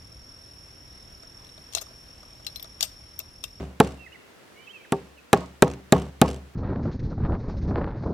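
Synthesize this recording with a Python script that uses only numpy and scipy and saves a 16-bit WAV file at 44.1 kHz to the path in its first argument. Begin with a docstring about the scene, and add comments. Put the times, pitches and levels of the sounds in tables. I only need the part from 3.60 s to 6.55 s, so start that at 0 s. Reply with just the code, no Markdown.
"""Quiet outdoor air carries the tail of a mallet blow, then six more blows on a chisel in a timber beam.
Each blow layers a noise crack with ringing handle modes, a beam thump and a short bedded-chisel ring.
The jolted trestles sway as wavering modes, shudder in noise knocks and rattle in a chatter of ticks;
a faint noise wash answers from the yard. Between the early blows a far bird whistles in gliding sines
with an echo, and the filtered-noise air swells slowly, then eases."""
import sys
import numpy as np
from scipy import signal
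from scipy.fft import rfft, irfft, next_fast_len
from scipy.io import wavfile

SR = 44100
rng = np.random.default_rng(int(sys.argv[2]) if len(sys.argv) > 2 else 0)


def log_audio(samples):
    """Write samples as a 16-bit WAV file to the path given in sys.argv[1]."""
    # one column per channel
    frames = np.atleast_2d(samples).T
    # limit to full scale, then quantise
    limited = np.clip(frames, -1, 1)
    pcm = np.round(limited * 32767).astype(np.int16)
    wavfile.write(sys.argv[1], SR, pcm)


N = 130095
T = np.arange(N) / SR

# mallet blows: (t/s, thump/dB, chisel ring/dB, crack/dB, crack edge/dB, shudder/dB, rattle/dB,
# beam pitch/ratio, chisel pitch/ratio, blade/dB, chisel ring time/ratio), levels relative to each layer
BLOWS = [(-.07, 10, -4, 0.5, 0, -1, -4, 0.41, 1, 0, 1),
         (0.2011, -1.5, 4, 1.5, -5, -2.5, -1, 1.076, 1.065, -13.5, 0.85),
         (1.3217, -8.5, -17.5, -7, -3.5, -12, -7.5, 1.1, 0.988, -28, 3.44),
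         (1.7305, -7.5, 0.5, 3, -4, -4, -7.5, 1.03, 1.0, -3, 1.13),
         (2.0229, 0, 8.5, 0, 2, -0.5, -19, 1.0, 1.04, 1.5, 0.33),
         (2.3234, -1, -1.5, 0, 1.5, 1.5, -0.5, 1.03, 1, 4.5, 1.1),
         (2.6155, -0.5, -1.5, 1, 1.5, 2, -0.5, 1.05, 0.97, 3, 1.03)]


def amp(db):
    """Decibels to gain."""
    return 10 ** (np.asarray(db) / 20)


def over_hz(points, hz):
    """Read (f/Hz, value) points on a log-frequency axis."""
    f, v = np.array(points, float).T
    return np.interp(np.log(np.maximum(hz, 1)), np.log(f), v)


def colour(x, points):
    """Minimum-phase filter of unit energy; the (f/Hz, level/dB) points set only its spectral shape."""
    size = 2048
    cepstrum = irfft(np.log(amp(over_hz(points, np.fft.rfftfreq(size, 1 / SR)))))
    # fold the cepstrum forward in time so the filter is causal
    cepstrum[1:size // 2] *= 2
    cepstrum[size // 2 + 1:] = 0
    response = irfft(np.exp(rfft(cepstrum)))
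    return signal.fftconvolve(x, response / np.linalg.norm(response))[:len(x)]


def envelope(rise_s, t60_s):
    """Exponential rise and 60 dB fall, one second long; rise_s is a time constant."""
    t = T[:SR]
    rise = 1 - np.exp(-t / rise_s)
    return rise * np.exp(-np.log(1000) * t / t60_s)


def burst(rise_s, t60_s):
    """Dying white noise."""
    return rng.standard_normal(SR) * envelope(rise_s, t60_s)


def clicks(per_s):
    """One second of sparse random clicks, scaled to unit power on average."""
    struck = rng.random(SR) < per_s / SR
    return struck * rng.standard_normal(SR) * np.sqrt(SR / per_s)


def drift(per_s):
    """One second of random wandering, straight lines between per_s random points."""
    return np.interp(T[:SR] * per_s, np.arange(per_s + 1), rng.standard_normal(per_s + 1))


def ring(modes, pitch, rise_s, wander=0, beat_db=0):
    """Struck modes with levels scattered from blow to blow; loose joints make pitch and level wander."""
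    scatter_db = 1.2
    out = 0
    for hz, db, t60 in modes:
        bend, swell = drift(20), drift(20)
        phase = 2 * np.pi * hz * np.cumsum(pitch + wander * bend) / SR
        level_db = db + scatter_db * rng.standard_normal() + beat_db * swell
        out = out + amp(level_db) * envelope(rise_s, t60) * np.sin(phase)
    return out


def add(out, start_s, x):
    """Mix x into out at a time, trimming what falls outside."""
    i = int(round(start_s * SR))
    a, b = max(i, 0), min(i + len(x), N)
    out[a:b] += x[a - i:b - i]


def air():
    """Soft outdoor wash: coloured noise in mid and side, swelling slowly."""
    # outdoor air spectrum: (f/Hz, relative level/dB)
    air_shape = [(25, -19), (59, -12), (145, -13), (404, -8.5), (822, -16.5), (1760, -17), (16000, -37.5)]
    # slow swell of the wash: (t/s, mid level/dB)
    air_swell = [(0, -57.5), (.9, -54), (1.65, -56.5)]
    side_gain = 0.89
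    mid, side = (colour(rng.standard_normal(N), air_shape) for _ in range(2))
    swell = amp(np.interp(T, *np.array(air_swell).T))
    return swell * (mid + side_gain * np.array([side, -side]))


def bird():
    """Far pure whistles that glide, waver and flutter, with a diffuse echo from the trees."""
    # notes: (start t/s, length/s, start f/Hz, middle f/Hz, end f/Hz, level/dB), before waver and flutter
    notes = [(0.374, 0.1, 2690, 2690, 2440, -48.5), (0.459, 0.025, 2260, 1930, 1870, -44),
             (0.516, 0.028, 2400, 2870, 2780, -46.5), (.54, 0.027, 2450, 2107, 1980, -45.5),
             (0.956, 0.13, 2900, 3000, 3250, -55), (0.945, .11, 2130, 2310, 2390, -53.5),
             (1.066, 0.031, 2700, 2580, 2600, -45), (1.089, 0.038, 2780, 3140, 3120, -44),
             (1.126, 0.062, 2663, 2622, 2340, -44), (1.18, .06, 2400, 2350, 2290, -53),
             (1.241, 0.022, 2600, 1750, 1400, -50), (1.569, 0.034, 3300, 2590, 2850, -52)]
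    waver_depth, flutter_db, waver_points_per_s = .014, 2, 150
    right_over_left_db, echo_db = 8.5, -5
    song = np.zeros(N)
    for start_s, length_s, start_hz, middle_hz, end_hz, db in notes:
        u = np.linspace(0, 1, int(length_s * SR))
        glide = np.polyfit([0, .5, 1], [start_hz, middle_hz, end_hz], 2)
        waver, flutter = (drift(waver_points_per_s)[:len(u)] for _ in range(2))
        hz = np.polyval(glide, u) * (1 + waver_depth * waver)
        whistle = np.sin(np.pi * u) * np.sin(2 * np.pi * np.cumsum(hz) / SR)
        add(song, start_s, amp(db + flutter_db * flutter) * whistle)
    direct = song * amp(np.array([[-right_over_left_db], [right_over_left_db]]) / 2)
    # one independent echo tail per side
    trees = [burst(rise_s=0.024, t60_s=1) for _ in range(2)]
    echo = np.array([signal.fftconvolve(song, h / np.linalg.norm(h))[:N] for h in trees])
    return direct + amp(echo_db) * echo


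def yard():
    """Scattered reflections as a slow-rising noise tail on each blow, for one microphone."""
    # yard reflection spectrum: (f/Hz, relative level/dB)
    yard_shape = [(100, -1.5), (300, 1), (900, -2), (2500, -10.5), (7000, -19.5), (15000, -49)]
    yard_db = -37
    out = np.zeros(N)
    for t, _, _, crack_db, *_ in BLOWS:
        add(out, t, amp(yard_db + crack_db) * burst(rise_s=0.024, t60_s=0.48))
    return colour(out, yard_shape)


def sway():
    """Jolted trestles rock in slow-rising, wandering modes; the beam drops back with small knocks."""
    # trestle modes: (f/Hz before the pitch ratio, level/dB before the blow's level, t60/s)
    trestle_modes = [(72.2, -23, 0.64), (138, -43.5, 1), (189.26, -26, 0.45), (280.7, -23.5, 0.37),
                     (395, -27.5, 0.37), (501, -26, 0.27)]
    # wooden knocks as the beam drops back: (t/s, level/dB added to its modes)
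    rebounds = [(1.762, -4), (1.812, -10), (1.833, -13), (2.056, -2), (2.355, 1), (2.647, 1.5)]
    # modes of those knocks: (f/Hz, level/dB before each knock's level, t60/s)
    knock_modes = [(637, -27, 0.086), (943, -25.5, 0.07), (1082, -24.5, 0.062), (1243, -35.5, 0.13)]
    out = np.zeros(N)
    for t, _, _, _, _, shudder_db, *_ in BLOWS:
        rocking = ring(trestle_modes, pitch=0.97, rise_s=0.037, wander=.015, beat_db=3)
        add(out, t, amp(shudder_db) * rocking)
    for t, db in rebounds:
        add(out, t, amp(db) * ring(knock_modes, pitch=1, rise_s=0.0018))
    return out


def shudder():
    """The beam shudders on its trestles: dense random knocks that die away, darkened by a filter."""
    # shudder spectrum: (f/Hz, relative level/dB)
    shudder_shape = [(60, -14.5), (110, 3.5), (190, 7.5), (290, -6), (450, -4.5), (750, -6), (1200, -18),
                     (3000, -28), (8000, -50)]
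    base_db, knocks_per_s = -23, 990
    out = np.zeros(N)
    for t, _, _, _, _, shudder_db, *_ in BLOWS:
        knocks = clicks(knocks_per_s) * envelope(rise_s=.012, t60_s=0.4)
        add(out, t, amp(base_db + shudder_db) * knocks)
    return colour(out, shudder_shape)


def tick():
    """A sharp contact spike and its short noise scrape."""
    snap = 3.5  # spike height over the scrape's noise
    return snap * signal.unit_impulse(SR) + burst(rise_s=.0002, t60_s=.019)


def rattle():
    """Loose parts chatter as a swelling cloud of ticks, with clear single ticks on top."""
    # clearest ticks: (t/s, level/dB added to the tick base level)
    clear_ticks = [(.215, -2), (.2465, 0), (.2735, 1), (.3205, -8), (1.745, 0), (1.774, 1), (1.807, -6),
                   (1.8595, -10), (2.036, 2), (2.045, -3), (2.0785, 1), (2.1005, -3), (2.114, -1),
                   (2.1365, -3), (2.336, 0), (2.3805, -1), (2.398, -3), (2.42, 0), (2.6606, -2), (2.681, 4),
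                   (2.689, 3), (2.702, 0), (2.712, 2), (2.731, -4), (2.744, -2), (2.762, -7)]
    # spectrum of ticks and chatter: (f/Hz, relative level/dB)
    rattle_shape = [(500, 14), (1200, 8), (1900, -7), (2800, 3), (4500, -3), (5500, -1.5), (8500, -4.5),
                    (11500, -18), (15500, -27)]
    chatter_db, tick_db = -43.5, -30.5
    peak_s, rattles_per_s = .04, 450
    age = T[:SR] / peak_s
    swell = age * np.exp(1 - age)
    hits = np.zeros(N)
    for t, _, _, _, _, _, rattle_db, *_ in BLOWS:
        add(hits, t, amp(chatter_db + rattle_db) * clicks(rattles_per_s) * swell)
    grain = tick()
    out = signal.fftconvolve(hits, grain / np.linalg.norm(grain))[:N]
    for t, db in clear_ticks:
        add(out, t, amp(tick_db + db) * tick())
    return colour(out, rattle_shape)


def chisel():
    """The steel blade rings brightly at the blow; the chisel bedded in the wood rings a moment later."""
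    # bright blade modes: (f/Hz before the pitch ratio, level/dB before the blow's level, t60/s)
    blade_modes = [(3850, -8.5, 0.012), (4210, -13, 0.015)]
    # bedded chisel modes: (f/Hz before the pitch ratio, level/dB before the blow's level,
    # t60/s before the ring time ratio)
    chisel_modes = [(398.7, -1.5, 0.047), (782.5, -4, 0.033), (1169, -4, 0.016)]
    lag_s, rise_s = 0.004103, .001
    out = np.zeros(N)
    for t, _, ring_db, *_, chisel_pitch, blade_db, sustain in BLOWS:
        add(out, t, amp(blade_db) * ring(blade_modes, 0.97, rise_s))
        stretch = max(sustain, .5)  # never shorter than half the ring time
        bedded = [(hz, db, t60 * stretch) for hz, db, t60 in chisel_modes]
        add(out, t + lag_s, amp(ring_db) * ring(bedded, chisel_pitch, rise_s))
    return out


def thump():
    """The pushed beam answers with low, quickly damped modes."""
    # beam modes: (f/Hz before the pitch ratio, level/dB before the blow's level, t60/s)
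    beam_modes = [(146.3, -14, 0.14), (185, 0.5, 0.037), (226.5, 3.5, 0.038), (296.4, -20.5, 0.16),
                  (372, -6.5, 0.054), (411, -23.5, 0.24), (495, -19, 0.17), (625, -4, 0.05),
                  (821, -15.5, 0.099)]
    out = np.zeros(N)
    for t, thump_db, *_, beam_pitch, _, _, _ in BLOWS:
        add(out, t, amp(thump_db) * ring(beam_modes, beam_pitch, rise_s=0.0032))
    return out


def crack():
    """The mallet hits the handle: a woody noise body, ringing handle modes and a bright contact edge."""
    # woody body spectrum: (f/Hz, relative level/dB)
    body_shape = [(500, 2.5), (1200, -1.5), (2100, -5.5), (3500, -10.5), (4800, -18.5), (9000, -25.5),
                  (16000, -37.5)]
    # bright edge spectrum: (f/Hz, relative level/dB)
    edge_shape = [(3000, -23), (5000, -10.5), (7300, 5.5), (8600, 2.5), (10000, -3), (11800, -3.5),
                  (14000, -12), (16500, -40)]
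    # handle modes: (f/Hz before the pitch ratio, level/dB before the blow's level, t60/s)
    handle_modes = [(1123, -19, 0.069), (1390, -26.5, 0.064), (1586, -23.5, 0.036), (1715, -17.5, 0.04),
                    (1872, -33.5, 0.075), (2568, -17, 0.025), (3064, -7.5, 0.0052)]
    body_base_db, edge_base_db, rise_s = -9.5, -9.5, 0.00025
    edge_snap = 3.06  # height of the first contact spike over the crackle that follows
    out = np.zeros(N)
    for t, _, _, crack_db, edge_db, *_ in BLOWS:
        body = amp(body_base_db) * colour(burst(rise_s, t60_s=0.03), body_shape)
        handle = ring(handle_modes, 0.98, rise_s)
        contact = edge_snap * signal.unit_impulse(SR) + burst(rise_s, t60_s=0.006)
        edge = amp(edge_base_db + edge_db) * colour(contact, edge_shape)
        add(out, t, amp(crack_db) * (body + handle + edge))
    return out


def microphones(x):
    """Near sound reaches two microphones with level and phase offsets, split evenly between them."""
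    # level offset: (f/Hz, left minus right/dB)
    balance = [(550, 0.1), (1100, -1), (2000, -1), (4000, -0.5), (13000, 0.3)]
    # phase offset: (f/Hz, left lead/rad)
    lead = [(120, -0.052), (300, 0.13), (650, 0.45), (1100, -0.65), (1500, -0.48), (3000, -0.67),
            (4650, 0.96), (6800, -1.2), (8800, 0.83), (12700, -0.74)]
    size = next_fast_len(N + SR)
    hz = np.fft.rfftfreq(size, 1 / SR)
    half = amp(over_hz(balance, hz) / 2) * np.exp(.5j * over_hz(lead, hz))
    return irfft(rfft(x, size) * np.array([half, 1 / half]), size)[:, :N]


def scene():
    """Air, bird and an independent yard wash per side behind the near woodwork."""
    trestles = sway() + shudder() + rattle()
    blows = chisel() + thump() + crack()
    return air() + bird() + np.array([yard(), yard()]) + microphones(trestles + blows)


def record(dry):
    """The recorder thins the deep bass, rounds off the highest peaks and cuts the top."""
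    low_cut_hz, ceiling, top_hz = 74, .9, 16600
    x = signal.sosfilt(signal.butter(2, low_cut_hz, "high", fs=SR, output="sos"), dry)
    limited = x / (1 + (x / ceiling) ** 6) ** (1 / 6)
    return signal.sosfilt(signal.ellip(8, .2, 70, top_hz, fs=SR, output="sos"), limited)


dry = scene()
out = record(dry)
log_audio(out)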